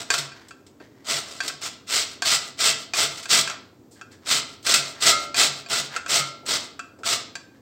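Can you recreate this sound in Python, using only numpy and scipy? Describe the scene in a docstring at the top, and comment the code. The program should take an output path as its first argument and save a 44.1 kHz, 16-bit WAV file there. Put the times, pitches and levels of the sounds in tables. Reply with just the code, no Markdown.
"""Grating a lemon

A lemon is rasped down a steel box grater standing on a china plate. Rows of teeth snag and tear the
rind and shake the sheet steel; the grater rocks and clinks on the plate, and fingers rub the peel.
Hard strokes thump the counter, and a few leave the steel ringing.
A small, live kitchen answers over a low hum."""
import sys
import numpy as np
from scipy import signal
from scipy.fft import rfft, irfft, next_fast_len
from scipy.io import wavfile
from scipy.ndimage import map_coordinates

SR = 44100
rng = np.random.default_rng(int(sys.argv[2]) if len(sys.argv) > 2 else 0)


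def inscribe(sig):
    """Save sig as 16-bit PCM at rate SR to the path in sys.argv[1].

    A 1-D sig is mono; a 2-D sig holds one channel per row.
    Samples are clipped to [-1, 1] before scaling.
    """
    pcm = np.round(np.clip(np.atleast_2d(sig).T, -1, 1) * 32767)
    wavfile.write(sys.argv[1], SR, pcm.astype(np.int16))


N = 335586

# tone of tearing rind: freq_hz, level_db
RIND_SPECTRUM = [(25, -46), (55, -21.5), (100, -11), (400, -8), (900, -8.5), (1300, -3), (1800, -6.5),
                 (3300, -2.5), (4900, 0), (6500, -5), (7900, 0), (9000, -9), (10100, -20.5), (11500, -22),
                 (13500, -17), (16000, -22.5)]


def amp(db):
    """Decibels to gain."""
    return 10 ** (np.asarray(db) / 20)


def unit(x):
    """Scale to rms 1."""
    return x / np.sqrt(np.mean(x ** 2) + 1e-20)


def along(points, hz):
    """Read a curve of (freq_hz, value) points on a log frequency axis."""
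    freqs, values = np.transpose(points)
    return np.interp(np.log(hz + 1), np.log(freqs), values)


def wobble(rate_hz):
    """A random drift that glides to a new value rate_hz times a second."""
    knots = rng.standard_normal(int(N * rate_hz / SR) + 4)
    return map_coordinates(knots, [np.arange(N) * rate_hz / SR], order=1)


def filtered(x, response):
    """EQ x with a gain given as a function of frequency."""
    size = next_fast_len(len(x) + SR // 2)
    return irfft(rfft(x, size) * response(np.fft.rfftfreq(size, 1 / SR)), size)[:len(x)]


def coloured(x, spectrum, body=lambda hz: 0, size=16384):
    """Minimum-phase EQ of energy 1: a (freq_hz, level_db) curve plus a body's resonances in dB."""
    hz = np.fft.rfftfreq(size, 1 / SR)
    cepstrum = irfft(np.log(amp(along(spectrum, hz) + body(hz))))
    cepstrum[1:size // 2] *= 2
    cepstrum[size // 2 + 1:] = 0
    kernel = irfft(np.exp(rfft(cepstrum)))
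    return signal.fftconvolve(x, kernel / np.linalg.norm(kernel))[:len(x)]


def fade(t, t60):
    """Falls 60 dB in t60 seconds."""
    return np.exp(-np.log(1000) * t / np.maximum(t60, 1e-3))


def add(track, start_s, sound):
    """Mix a sound into the track at start_s."""
    start = max(round(start_s * SR), 0)
    track[start:start + len(sound)] += sound[:N - start]


def hand_move(start_s, rise_s, fall_s, easing=1, release_power=1.13):
    """Friction follows the hand as it speeds up from rest and slows to rest again."""
    phase = np.interp(np.arange(N) / SR, start_s + np.cumsum([0, rise_s, fall_s]), [0, np.pi / 2, np.pi])
    return np.abs(np.sin(phase)) ** np.where(phase < np.pi / 2, easing, release_power)


def hum(level_db=-53):
    """The kitchen's room tone: a low, steady bed of noise."""
    # tone of the background: freq_hz, level_db
    hum_spectrum = [(25, -17), (50, -22), (100, -4), (170, -11), (280, -2), (450, -10.5), (700, -19),
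                    (1100, -23.5), (2800, -36.5), (7700, -35), (9600, -46.5), (16000, -38.5)]
    return amp(level_db) * unit(coloured(rng.standard_normal(N), hum_spectrum))


def snags(rate_hz, scatter_db=4, rows_db=0.7, row_rate_hz=240, hiss=0.7):
    """Tiny random snaps, clumped as when fruit meets each row of teeth; crowded snaps blur into hiss."""
    size = amp(scatter_db * np.clip(rng.standard_normal(N), -2, 2)) / np.sqrt(rate_hz)
    snaps = (rng.random(N) < rate_hz / SR) * size * rng.choice([-1, 1], N)
    blur = hiss * np.sqrt(rate_hz / np.max(rate_hz)) * rng.standard_normal(N)
    return unit((unit(snaps) + blur) * amp(rows_db * wobble(row_rate_hz)))


def steel_walls(hz):
    """Boost in dB from the sheet steel: its resonances add their power to the plain rasp."""
    # wall resonances, damped by the fruit: pitch_hz, width_hz, level_db (against the plain rasp)
    resonances = [(425, 40, 3), (665, 50, 10), (1217, 60, 3), (1350, 55, 7), (1580, 50, 4), (1997, 40, 10),
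                  (2126, 30, 6), (2218, 40, 4), (2616, 120, 0), (3133, 100, 0), (3354, 130, -1),
                  (3652, 70, 3), (4044, 40, 2), (4384, 90, 1), (4902, 40, -1), (5172, 55, 2), (5313, 35, 0),
                  (5457, 45, 1), (5701, 40, 1), (7397, 120, -1), (7950, 45, 0)]
    power = sum(amp(db) ** 2 / (1 + (2 * (hz - pitch) / width) ** 2) for pitch, width, db in resonances)
    return 10 * np.log10(1 + power)


def tooth_pings(centre_hz=4700, spread=.33, t60=0.02, scatter_db=3.0, top_hz=8600, count=7000, size=512):
    """Each tooth that springs free rings for a moment at a pitch of its own."""
    pitch_draw, level_draw = np.hsplit(rng.standard_normal((count, 2)), 2)
    starts = rng.integers(0, N, (count, 1))
    t = np.arange(size) / SR
    hz = centre_hz * np.exp(spread * pitch_draw)
    strength = (hz < top_hz) * amp(scatter_db * np.clip(level_draw, -2, 2))
    rings = strength * np.cos(2 * np.pi * hz * t) * fade(t, t60)
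    return unit(np.bincount((starts + np.arange(size)).ravel(), rings.ravel(), N)[:N])


def rasp(level_db=-3.5, ping_db=-8, split_hz=1300, firm_db=-20.5, lift_off_t60=0.13):
    """Each stroke tears the rind and drives the walls, then drags lightly until the fruit lifts off."""
    # strokes of the lemon: start_s, rise_s, fall_s, easing (1 bites at once, 3 creeps in),
    # level_db, low_shelf_db, drag_s, drag_db
    strokes = [ (0.0, 0.006, 0.038, 0.51, -30, 3.5, 0.14, -49.5),
               (0.103, 0.029, .08, 0.92, -27.5, 1.5, .12, -40),
               (1.028, 0.092, 0.11, 2.9, -22.5, 0, .27, -41),
               (1.411, .065, 0.029, 1.2, -32, 2, 0.061, -46.5),
               (1.608, 0.032, .06, 0.91, -26.5, 0, .1, -47),
               (1.85, 0.096, 0.12, 2.86, -20, -4, 0.19, -40.5),
               (2.223, 0.086, 0.08, 1.6, -17, -3, .17, -37),
               (2.568, 0.095, 0.074, 1.75, -14.5, -4, 0.17, -39),
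               (2.932, 0.071, .085, 1.1, -17, 0, .2, -37.5),
               (3.279, 0.052, 0.1, 2.2, -12.5, -3.5, .16, -37.5),
               (4.242, 0.089, 0.086, 2, -18, -2, .21, -48), (4.635, 0.086, 0.1, 1.8, -15, -1.5, 0.19, -37),
               (4.995, 0.086, .058, 1.88, -12, -1.5, .16, -36),
               (5.347, 0.064, 0.085, 1.2, -14, -1.5, .19, -39.5),
               (5.681, 0.066, 0.081, 1.6, -20, 1, .12, -39),
               (6.072, 0.076, 0.074, 1.3, -16.5, -0.5, .14, -42),
               (6.447, 0.085, 0.061, 1.7, -20, 1.5, .12, -40),
               (7.037, 0.078, .06, 1.3, -18.5, -1, .09, -42), ]
    t = np.arange(N) / SR
    force, low_force = np.full(N, 1e-9), np.full(N, 1e-9)
    for start_s, rise_s, fall_s, easing, db, low_shelf_db, drag_s, drag_db in strokes:
        since_peak = t - start_s - rise_s
        drag = amp(drag_db) * (since_peak > 0) * fade(np.maximum(since_peak - drag_s, 0), lift_off_t60)
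        contact = np.maximum(amp(db) * hand_move(start_s, rise_s, fall_s, easing), drag)
        force += contact
        low_force += amp(low_shelf_db) * contact
    dull_db = np.clip(.2 * (firm_db - 20 * np.log10(force)), 0, 6.5)  # a lighter bite sounds duller
    low_gain = amp(dull_db) * low_force / force
    force *= amp(1.51 * wobble(rate_hz=60))  # the bumpy rind bites unevenly
    # a firm stroke engages many teeth at once; a light one crackles over a few
    teeth = force * snags(rate_hz=350 + 4800 * np.sqrt(force / force.max()))
    lows = filtered(teeth, lambda hz: 1 / (1 + (hz / split_hz) ** 4))
    tearing = coloured(teeth + (low_gain - 1) * lows, RIND_SPECTRUM, steel_walls)
    return amp(level_db) * tearing + amp(ping_db) * force * tooth_pings()


def scratches(level_db=-2):
    """The lemon touches down or catches on the teeth: short, thin scratches."""
    # brief contacts: start_s, level_db, t60_s, rise_s, low_cut_hz
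    contacts = [(.012, -37.5, 0.043, .01, 3000), (.138, -16.5, 0.083, .008, 900),
                (.179, -16.5, 0.11, 0.0185, 500), (0.483, -39.5, 0.057, 0.013, 4000),
                (0.6648, -46, 0.097, .01, 1180), (1.478, -14, .05, 0.015, 1500),
                (2.346, -13, 0.075, 0.013, 1000), (2.589, -29, 0.055, .006, 700),
                (2.641, -15.5, 0.068, .008, 1500), (3.171, -28, .1, .03, 600),
                (3.227, -29.5, 0.11, 0.016, 900), (3.411, -12.5, 0.026, 0.0045, 4030),
                (3.908, -46.5, 0.26, 0.081, 6970), (4.114, -48, 0.19, .02, 1500),
                (4.266, -31, 0.051, 0.0065, 600), (4.627, -40.5, 0.093, 0.0091, 2500),
                (4.665, -17, .08, .008, 900), (4.739, -8, 0.091, .008, 1006), (5.022, -16, .07, .008, 900),
                (6.094, -23.5, .05, .005, 900), (6.171, -18.5, 0.066, .008, 700),
                (6.462, -25.5, 0.045, .005, 900), (6.987, -53, 0.11, 0.011, 1980)]
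    out, t = np.zeros(N), np.arange(SR // 3) / SR
    for start_s, db, t60, rise_s, low_cut_hz in contacts:
        graze = coloured(rng.standard_normal(len(t)), RIND_SPECTRUM, steel_walls)
        graze = unit(filtered(graze, lambda hz: hz ** 2 / (low_cut_hz ** 2 + hz ** 2)))
        add(out, start_s, amp(db + level_db) * graze * fade(t, t60) * (1 - fade(t, rise_s)))
    return out


def clinks(ring_db=-4.5, crack_db=-2.0, hold_s=0.028):
    """The grater's rim lands on the plate; the contact point decides which modes ring."""
    # rim landings: start_s, level_db, hardness_db, contact_point (0 side, 1 rear, 2 and up front)
    landings = [(0.1031, -13, 1, 0.88), (0.1389, -15, -2, 1.83), (0.318, -32.5, -14, 1.5),
                (0.508, -31.5, -11.5, 1.84), (0.8012, -39, -25, 1.66), (1.404, -16, -6, 1.32),
                (1.496, -23, -16, 1.8), (2.2211, -18, 0.5, 1), (2.936, -17.5, -3.5, 0.035),
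                (3.256, -25.5, -4.5, 1.66), (3.4745, -19.5, -7, 1.5), (3.499, -22.5, -2.5, 1.9),
                (4.0124, -29, -10, 1.89), (4.266, -35, -13, 2.9), (4.667, -16.5, -11.5, 1.66),
                (5.344, -18, -4.5, 0.31), (5.6615, -31.5, -15, 0.38), (5.731, -24, -3.5, 2),
                (5.9629, -16.5, -5, 1.9), (6.062, -22.5, -9.5, 1.8), (6.793, -21.5, -10.5, 1.89),
                (7.034, -28, -9, 1.98), (7.354, -26.5, -0.5, 1.15)]
    # modes of rim and plate, by where they are struck: pitch_hz, t60_s, side_db, rear_db, front_db
    rim_modes = [(699, 0.14, -9.5, -13, -18.5), (1116, 0.45, -16, -14.5, -18.5),
                 (1333, 0.08, -15, -42.5, 5), (1433, 0.16, -25.5, -26, -3.5), (1576, 0.1, -10.5, 3, -5),
                 (1713, 0.18, -12.5, -8.5, -20), (2450, 0.079, 1.5, -3.5, -10),
                 (2650, 0.38, -17, -14, -12.5), (3290, 0.11, -17, -12, -17), (4660, 0.34, -11, -8.5, -19.5),
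                 (4490, 0.2, -8.5, -3, -29.5), (5120, .07, -9, -21, -22), (6400, 0.069, -14.5, -22.5, -33),
                 (7300, .06, -32, -9.5, -25), (7340, 0.1, -12, -9.5, -28)]
    # crack of steel on china: freq_hz, level_db
    crack_spectrum = [(100, -21.5), (450, -3), (900, -0.5), (3000, 0), (8000, 0), (9800, -22),
                      (16000, -28.5)]
    out, t = np.zeros(N), np.arange(SR // 4) / SR
    # each clink holds for a moment, then dies away quickly
    shape = (1 - fade(t, 0.0026)) * np.exp(-(t / hold_s) ** 2)
    for start_s, db, hardness_db, point in landings:
        ring = np.zeros(len(t))
        for hz, t60, *struck_db in rim_modes:
            strength = amp(np.interp(point, [0, 1, 2], struck_db) + rng.normal(0, 1))
            ring += strength * fade(t, t60) * np.sin(2 * np.pi * (hz * t + rng.random()))
        crack = coloured(rng.standard_normal(len(t)) * fade(t, t60=.05), crack_spectrum)
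        add(out, start_s, amp(db) * (amp(ring_db) * ring * shape + amp(crack_db + hardness_db) * crack))
    return out


def thumps(rest_hz=138, pressed_hz=160, relax_t60=0.15, t60=0.43, rise_s=0.075):
    """Plate and counter boom softly as a stroke ends; the pitch sags as the hand lets up."""
    # blows to the counter: start_s, level_db
    blows = [(.18, -33.5), (1.127, -39), (1.519, -47), (2.33, -44.5), (2.7, -41), (3.039, -40),
             (3.378, -36), (4.347, -45.5), (4.771, -35), (5.1, -47), (5.474, -36), (5.79, -39),
             (6.189, -32)]
    out, t = np.zeros(N), np.arange(SR // 2) / SR
    cycles = np.cumsum(rest_hz + (pressed_hz - rest_hz) * fade(t, relax_t60)) / SR
    boom = np.sin(2 * np.pi * cycles) * fade(t, t60) * (1 - fade(t, rise_s))
    for start_s, db in blows:
        add(out, start_s, amp(db) * boom)
    return out


def finger_rubs(level_db=-2, focus_db=7, width_hz=450):
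    """Skin slides on waxy peel: soft, dull rubs, each centred on a pitch of its own."""
    # shifts of grip: start_s, rise_s, fall_s, level_db, centre_hz
    rubs = [(.32, 0.062, 0.14, -50, 1500), (.795, 0.013, 0.084, -52, 1800), (.87, 0.17, .08, -60.5, 1950),
            (3.468, 0.043, 0.046, -35, 1250), (3.953, .012, 0.077, -54, 1600),
            (4.107, 0.0097, .06, -51.5, 1550), (4.2, .05, .03, -54.5, 1300),
            (4.94, 0.039, 0.038, -43.5, 1450), (5.9, 0.063, 0.033, -32.5, 1550),
            (7.53, 0.035, .04, -60, 1600)]
    # tone of skin on peel: freq_hz, level_db
    skin_spectrum = [(200, -21), (900, -6.5), (1400, -9.5), (1900, -4.5), (2500, -11.5), (4500, -10.5),
                     (8000, -21), (10000, -34.5), (16000, -33)]
    out, slips = np.zeros(N), snags(rate_hz=540)
    for start_s, rise_s, fall_s, db, centre_hz in rubs:
        focus = lambda hz: focus_db / (1 + (2 * (hz - centre_hz) / width_hz) ** 2)
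        friction = coloured(slips, skin_spectrum, focus)
        out += amp(level_db + db) * hand_move(start_s, rise_s, fall_s) * friction
    return out


def plate_nudges(t60=0.15):
    """The plate shifts on its mat: soft, padded bumps with no ring."""
    # shifts of the plate: start_s, level_db
    bumps = [(.803, -42), (6.433, -43.5), (6.989, -45), (7.008, -48)]
    # muffled tone of the mat: freq_hz, level_db
    mat_spectrum = [(60, -34), (200, -16), (390, 3.5), (700, -8), (1500, -21), (6000, -47)]
    out, t = np.zeros(N), np.arange(SR // 4) / SR
    for start_s, db in bumps:
        add(out, start_s, amp(db) * coloured(rng.standard_normal(len(t)) * fade(t, t60), mat_spectrum))
    return out


def steel_ring(rise_s=0.13, waver_db=2.0, waver_rate_hz=25):
    """Once the fruit slides off, the undamped steel sings on, wavering under the holding hand."""
    # the fruit leaves the steel: start_s, level_db
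    releases = [(4.37, -44), (4.77, -37.5), (5.095, -20.5), (6.175, -29.5)]
    # free modes of the steel: pitch_hz, level_db, t60_s
    steel_modes = [(581, -13, .9), (1265, 0, .5), (1357, -1, .85), (2128, -2, .5), (3343, -13, .45),
                   (3467, -11, .3), (4044, -13, .35), (5432, -13, .3)]
    out, t = np.zeros(N), np.arange(SR) / SR
    for start_s, db in releases:
        for hz, mode_db, t60 in steel_modes:
            strength = amp(db + mode_db + waver_db * wobble(waver_rate_hz)[:len(t)])
            tone = np.sin(2 * np.pi * (hz * t + rng.random()))
            add(out, start_s, strength * tone * fade(t, t60) * (1 - fade(t, rise_s)))
    return out


def kitchen_reverb(x, predelay_s=.006, block=16384):
    """Diffuse room tail, fresh for each block as the moving arm changes it; treble dies first."""
    # decay of the room: freq_hz, t60_s
    decay_times = [(150, 1), (600, 0.64), (1500, 0.46), (4000, 0.46), (8000, 0.3), (11000, 0.1),
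                   (15000, 0.2)]
    out = np.zeros(N)
    for start in range(0, N, block):
        hz, t, noise_bands = signal.stft(rng.standard_normal(SR * 2 // 3), SR, nperseg=256)
        tail = signal.istft(noise_bands * fade(t, along(decay_times, hz)[:, None]), SR)[1]
        tail = np.pad(tail / np.linalg.norm(tail), (round(predelay_s * SR), 0))
        add(out, start / SR, signal.fftconvolve(x[start:start + block], tail))
    return out


def scene(grating_send_db=-8, rocking_send_db=-10):
    """A close mono mix; the grating and the rocking feed the reverb."""
    grating = rasp() + scratches() + finger_rubs()
    rocking = clinks() + plate_nudges()
    room = kitchen_reverb(amp(grating_send_db) * grating + amp(rocking_send_db) * rocking)
    return (grating + rocking + steel_ring() + thumps() + room + hum())[None]


def record(dry):
    """Round off the tallest peaks, then cut the deepest bass and the very top."""
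    ceiling, knee, low_cut_hz, top_hz = .8, 5, 48, 15850
    rounded = dry / (1 + np.abs(dry / ceiling) ** knee) ** (1 / knee)
    band = lambda hz: (hz < top_hz) * hz ** 4 / np.hypot(hz ** 4, low_cut_hz ** 4)
    return np.array([filtered(channel, band) for channel in rounded])


dry = scene()
out = record(dry)
inscribe(out)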